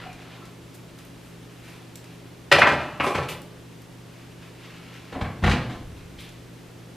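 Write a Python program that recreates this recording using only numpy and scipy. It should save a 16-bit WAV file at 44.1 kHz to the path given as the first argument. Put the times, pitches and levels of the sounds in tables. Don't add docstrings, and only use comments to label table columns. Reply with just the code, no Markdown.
import sys
import numpy as np
from scipy import signal
from scipy.fft import rfft, irfft
from scipy.io import wavfile

SR = 44100
rng = np.random.default_rng(int(sys.argv[2]) if len(sys.argv) > 2 else 0)


def log_audio(samples):
    frames = np.atleast_2d(samples).T
    limited = np.clip(frames, -1, 1)
    pcm = np.round(limited * 32767).astype(np.int16)
    wavfile.write(sys.argv[1], SR, pcm)


N = 306921


def baking_sheet():
    # start_s, level_db, chatter_fall_s, then thud_db, belly_db, rim_db relative to level_db
    sheet_blows = [(2.5139, -3, 0.012, -15.5, -4, -7), (2.5214, -4, 0.0047, -12, -14, 3),
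                   (2.5544, -21, 0.017, 8.5, 3, -7), (2.5837, -13, 0.013, -29, 1, -3),
                   (2.6156, 0, 0.0096, -38, -12.5, -22), (2.6283, -5.5, 0.0075, -12, -13, -16),
                   (2.6662, -13.5, 0.02, -31, -2.5, -9.5), (2.7129, -23.5, 0.018, 9, 4.5, -5),
                   (2.777, -34, 0.11, 12.5, -8, -10), (2.9984, -13.5, 0.018, -5, -10, -18),
                   (3.0366, -27, 0.011, -1, 11.5, -2), (3.0632, -22.5, 0.019, -29, 6, -4),
                   (3.1467, -17, 0.011, 2, 2.5, -6), (3.1788, -25, 0.0079, 12.5, 8, -3),
                   (3.2244, -36, 0.0096, -15, -8, 5), (3.2835, -32, 0.022, -12, -21, 1.5),
                   (3.3177, -31.5, 0.0064, 3, -25, -2)]
    # pitch_hz, width_hz, level_db (relative)
    # above a width of 34 Hz, a wider tone dies sooner; all narrower ones die alike
    sheet_tones = [(323, 57, 1.5), (423, 36, -3), (520, 31, -14), (557, 22, 3.5), (590, 20, 2.5),
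                   (707, 26, -5), (745, 14, -7), (850, 28, 3.5), (1004, 25, 5.5), (1090, 52, -1),
                   (1177, 18, 2.5), (1260, 21, 2), (1320, 22, 3), (1600, 22, -22), (1663, 23, -25),
                   (1870, 25, -32), (1950, 11, 8), (2040, 16, -9), (2164, 23, 5), (2400, 60, 11.5),
                   (2540, 54, 9), (2820, 83, 3), (3036, 70, 5), (3430, 81, -2)]
    # pitch_hz, level_db (relative), t60_s (time to fall by 60 dB)
    worktop_tones = [(83, -1, 0.18), (138, 3.5, 0.25), (185, 8, 0.059), (274.4, 2, 0.16)]
    return struck(sheet_blows, sheet_tones, worktop_tones, ring_db=-53.5, sizzle_db=-2, rise_s=0.0013)


def oven_door():
    # start_s, level_db, chatter_fall_s, then thud_db, belly_db, rim_db relative to level_db
    door_blows = [(5.1215, -38, 0.018, 6, 9.5, -0.5), (5.1486, -36, 0.019, 13.5, 13, -20),
                  (5.2091, -21.5, 0.01, 10, 4.5, -4.5), (5.232, -36.5, 0.054, -6, -7, -22),
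                  (5.4232, -30, 0.013, 24, 3.5, -1), (5.437, -11.5, 0.0092, 3.5, -3.5, -4),
                  (5.4574, -20.5, 0.028, 9, -9, -4.5), (5.4753, -14.5, 0.0081, 7.5, 0.5, -20),
                  (5.4914, -24, 0.015, 16, -7, 2.5), (5.5098, -14.5, 0.012, -1, -9, -2.5),
                  (5.558, -29, 0.021, -8, -4, -3), (5.6154, -32.5, 0.024, 1, -7.5, -6),
                  (5.691, -37, 0.043, -7, 0, -3.5)]
    # pitch_hz, width_hz, level_db (relative)
    # above a width of 34 Hz, a wider tone dies sooner; all narrower ones die alike
    door_tones = [(255, 27, 10.5), (332, 28, 4.5), (430, 60, 0.5), (496, 28, -2), (660, 160, 5),
                  (790, 30, -18), (940, 72, -11), (1090, 54, -18), (1390, 35, -25), (1550, 42, -2),
                  (1778, 52, 1), (2280, 54, 1), (2480, 22, -13), (2900, 40, -8), (3460, 40, -19)]
    # pitch_hz, level_db (relative), t60_s
    boom_tones = [(27.8, -10, 0.23), (59.6, -0.5, 0.17), (96.6, 2.5, 0.21), (127, -5.5, 0.58),
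                  (159.4, 1, 0.29), (198.5, 5.5, 0.18)]
    return struck(door_blows, door_tones, boom_tones, ring_db=-49.5, sizzle_db=-3.5, rise_s=0.0025)


def struck(blows, tones, low_tones, ring_db, sizzle_db, rise_s):
    # low_hz, high_hz
    bands_hz = [(230, 900), (900, 2300), (2300, 4300), (4300, 15000)]
    late_factors = (1.9, 1.94, 2.85, 6.9)
    sizzle_per_rim = 1.24
    push_s = .0015
    start, size = round(blows[0][0] * SR), round(.3 * SR)
    span = round((blows[-1][0] + 1.2) * SR) - start
    t = np.arange(size) / SR
    contact, push = np.zeros((len(blows), span)), np.zeros(span)
    for row, (start_s, level_db, chatter_s, thud_db, belly_db, rim_db) in zip(contact, blows):
        first = round(start_s * SR) - start
        at = slice(first, first + size)
        fall = np.exp(-t / max(chatter_s, .001))
        parts_db = (belly_db, 0, rim_db, sizzle_per_rim * rim_db + sizzle_db)
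        for band_hz, part_db, late in zip(bands_hz, parts_db, late_factors):
            shape = fall * (1 - np.exp(-t / (late * rise_s)))
            chatter = cut(grains(size, 8000, 3.2), 3300, "low")
            chatter = rms_one(cut(chatter, band_hz, "band"))
            row[at] += amp(level_db + part_db) * chatter * shape
        push[at] += amp(level_db + thud_db) * t / push_s * np.exp(-t / push_s)

    shape = (len(blows), len(tones))
    share = amp(rng.normal(0, 3, shape)) * rng.choice([-1, 1], shape)
    out = amp(-3.5) * contact.sum(axis=0)
    for k, (hz, width_hz, level_db) in enumerate(tones):
        t60_s = np.log(1000) / np.pi / max(width_hz, 34)
        out += amp(level_db + ring_db) * ring(share[:, k] @ contact, hz, t60_s)

    boom = np.zeros(span)
    for k, (hz, level_db, t60_s) in enumerate(low_tones):
        boom += amp(level_db - 46) * ring(push, hz, t60_s) * (-1) ** k
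    out += cut(boom, low_tones[0][0] * .7, "high")
    return np.pad(out, (start, N))[:N]


def drag():
    # peak_s, level_db
    slips = [(0.0, -44), (0.206, -50), (0.324, -50), (0.43, -63)]
    # start_s, pitch_hz, peak_db, rub_length_s
    squeaks = [(.005, 1390, -41, 0.051), (0.021, 737, -35.5, .09), (0.085, 2420, -41, 0.033),
               (0.407, 1246, -42, 0.033)]
    bar_t60_s = .035
    jerks = sum(swell(peak_s, level_db, rise_s=0.03, fall_s=0.08) for peak_s, level_db in slips)
    scrape = jerks * rms_one(cut(grains(N, 2500, 1.4), [350, 3300], "band", order=3))
    for start_s, hz, peak_db, rub_s in squeaks:
        rub, size = np.zeros(N), round(rub_s * SR)
        rub[round(start_s * SR):][:size] = np.hanning(size) * rng.standard_normal(N)[:size]
        squeak = ring(rub, hz, bar_t60_s)
        scrape = scrape + amp(peak_db) * squeak / np.abs(squeak).max()
    return scrape


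def rustle():
    # peak_s, level_db, rise_s, fall_s (times to change by a factor e), crisp_db (relative)
    cloth_strokes = [(0.75, -60, 0.0088, 0.011, 7), (0.99, -60, .015, 0.042, -3), (1.25, -68, .05, 0.11, 0),
                     (1.69, -50.5, 0.071, 0.073, -11), (1.96, -65, .003, 0.032, 3),
                     (2.04, -61, .01, 0.11, -16), (4.18, -59, 0.044, 0.093, -24),
                     (4.412, -54.5, .008, 0.052, -27), (4.635, -50.5, 0.032, 0.25, -25),
                     (4.94, -49.5, 0.034, 0.034, -25), (5.1, -55, .03, 0.034, -24),
                     (5.99, -59.5, 0.053, 0.076, -19), (6.2, -55, 0.017, 0.059, -3)]
    # (per Hz, relative)
    cloth_colour = [(350, -15), (600, 0.5), (1540, 5.5), (2540, 7.5), (5180, -4.5), (7250, -12),
                    (12300, -49), (15000, -35)]
    fidget_db, fidget_crisp_db = -66.5, -9.5
    clumps = amp(2.0 * drift(40))
    fibres = rms_one(coloured(grains(N, 9000, 3.4), cloth_colour))
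    crisp = rms_one(cut(grains(N, 9000, 3.0), [6000, 13000], "band"))
    strokes = np.array([swell(*row[:4]) for row in cloth_strokes])
    stroke_crispness = amp([row[4] for row in cloth_strokes])
    dull_gain = amp(fidget_db) + strokes.sum(axis=0)
    crisp_gain = amp(fidget_db + fidget_crisp_db) + stroke_crispness @ strokes
    return clumps * (dull_gain * fibres + crisp_gain * crisp)


def swishes():
    # start_s, level_db, centre_hz, rise_s, fall_s
    slides = [(6.18, -45, 2830, .012, 0.064), (3.02, -47, 8100, 0.027, 0.095),
              (3.283, -43.5, 9800, 0.007, 0.035), (3, -58, 8300, 0.01, .03)]
    out, t = np.zeros(N), np.arange(SR // 3) / SR
    for start_s, level_db, hz, rise_s, fall_s in slides:
        band_hz = [hz / np.sqrt(2), hz * np.sqrt(2)]
        hiss = rms_one(cut(rng.standard_normal(len(t)), band_hz, "band"))
        shape = np.minimum(t / rise_s, 1) * np.exp(-np.maximum(t - rise_s, 0) / fall_s)
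        out[round(start_s * SR):][:len(t)] += amp(level_db) * hiss * shape
    return out


def ticks():
    # start_s, level_db, centre_hz
    small_ticks = [(0.129, -45.5, 2410), (0.454, -46.5, 2020), (0.743, -48.5, 3080), (0.987, -46, 2480),
                   (1.05, -44, 9000), (1.956, -34.5, 5350), (2.042, -47, 2450), (3.418, -39, 9900),
                   (3.819, -46, 9000), (4.94, -50, 1920), (6.206, -45, 3160), (6.29, -46, 2390)]
    fall_cycles = 15
    out, t = np.zeros(N), np.arange(2000) / SR
    for start_s, level_db, hz in small_ticks:
        burst = rms_one(cut(rng.standard_normal(len(t)), [hz / 2, hz * 2], "band", order=1))
        out[round(start_s * SR):][:len(t)] += amp(level_db) * burst * np.exp(-t * hz / fall_cycles)
    return out


def kitchen(x):
    # frequency_hz, t60_s
    echo_times = [(100, 0.71), (500, 0.76), (2000, 0.39), (4000, 0.44), (7000, 0.24), (14000, 0.26)]
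    # frequency_hz, side_db (gain on the side signal)
    echo_width = [(60, -53), (250, -52), (1000, -35), (2500, -32), (5000, -6), (12000, -0.5)]
    echo_db = -4
    t, tails = np.arange(SR) / SR, 0
    for low_hz in 40 * 2.0 ** np.arange(9):
        band = cut(rng.standard_normal((2, SR)), [low_hz, 2 * low_hz], "band")
        t60_s = at_hz(echo_times, low_hz * np.sqrt(2))
        tails = tails + band * amp(-60 * t / t60_s)
    build = np.clip(t / 0.014, 0, 1)
    near_mic = amp(9.5) * np.exp(-t / 0.004)
    tails = tails * np.array([build, build + near_mic])
    tails = tails / np.sqrt(np.sum(tails[0] ** 2))
    mid, side = signal.fftconvolve(x[None], tails, axes=1)[:, :N]
    side = coloured(side, echo_width)
    return amp(echo_db) * np.array([mid + side, mid - side])


def hum():
    # pitch_hz, level_db (rms, before the waver)
    motor_tones = [(120.0, -49.5), (170.0, -52), (273.3, -58.5), (339.7, -60), (356, -84), (410.5, -65)]
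    t, out = np.arange(N) / SR, 0
    for hz, level_db in motor_tones:
        waver_db, shift_rad = 1.2 * drift(5), .3 * drift(3)
        tone = np.sqrt(2) * np.sin(2 * np.pi * hz * t + shift_rad)
        out = out + amp(level_db + waver_db) * tone
    return out


def air():
    # (per Hz, relative)
    air_colour = [(12, -14), (22, -5), (60, 3.5), (100, 2), (200, 4.5), (330, 2.5), (450, 0.5), (750, -6.5),
                  (1500, -10.5), (3000, -12.5), (6000, -18.5), (11200, -24.5), (14000, -27), (15600, -36)]
    # frequency_hz, side_db (relative to mid)
    air_width = [(60, -16.5), (180, -8), (550, -4), (1650, -6.5), (4970, -8), (15000, 0.5)]
    air_db = -48.5
    mid = coloured(rng.standard_normal(N), air_colour)
    side = coloured(rng.standard_normal(N), air_colour)
    side = coloured(side, air_width)
    return amp(air_db) / np.std(mid) * np.array([mid + side, mid - side])


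def rumble():
    # peak_s, level_db, rise_s, fall_s
    rumble_swells = [(0.12, -50, .1, .06), (5.9, -41.5, 0.25, 0.27)]
    gain = sum(swell(*row) for row in rumble_swells)
    return gain * rms_one(cut(rng.standard_normal(N), [22, 90], "band"))


def amp(db):
    return 10 ** (np.asarray(db) / 20)


def rms_one(x):
    return x / np.sqrt(np.mean(x ** 2) + 1e-20)


def at_hz(points, hz):
    table_hz, values = np.array(points).T
    return np.interp(np.log(hz), np.log(table_hz), values)


def drift(rate_hz):
    step = 40
    r = np.exp(-2 * np.pi * step * rate_hz / SR)
    noise = rng.standard_normal(N // step + 2002)
    slow = signal.lfilter([1], [1, -2 * r, r * r], noise)[2000:]
    return np.interp(np.arange(N) / step, np.arange(len(slow)), rms_one(slow))


def cut(x, hz, kind, order=2):
    sos = signal.butter(order, np.clip(hz, 10, .45 * SR), kind, fs=SR, output="sos")
    return signal.sosfilt(sos, x)


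def coloured(x, spectrum):
    hz = np.maximum(np.fft.rfftfreq(N, 1 / SR), 1)
    return irfft(rfft(x) * amp(at_hz(spectrum, hz)), N)


def ring(x, hz, t60_s):
    r, w = amp(-60 / (t60_s * SR)), 2 * np.pi * hz / SR
    return signal.lfilter([0, np.sin(w)], [1, -2 * r * np.cos(w), r * r], x + 1e-18)


def grains(size, per_s, spread_db):
    strength = amp(spread_db * np.minimum(rng.exponential(1, size), 4))
    strength = strength * rng.choice([-1, 1], size)
    return rms_one(strength * (rng.random(size) < per_s / SR))


def swell(peak_s, level_db, rise_s, fall_s):
    t = np.arange(N) / SR - peak_s
    return amp(level_db) * np.exp(np.where(t < 0, t / max(rise_s, .002), -t / max(fall_s, .002)))


def scene():
    near = baking_sheet() + oven_door() + drag() + rustle() + swishes() + ticks()
    direct = near * amp([[.3], [-.3]])
    return direct + kitchen(cut(near, 104, "high")) + hum() + air() + rumble()


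def record(dry):
    cutoff_hz = 15800
    clipped = np.clip(dry, -.94, .94)
    return signal.sosfilt(signal.cheby2(16, 60, cutoff_hz, fs=SR, output="sos"), clipped)


dry = scene()
out = record(dry)
log_audio(out)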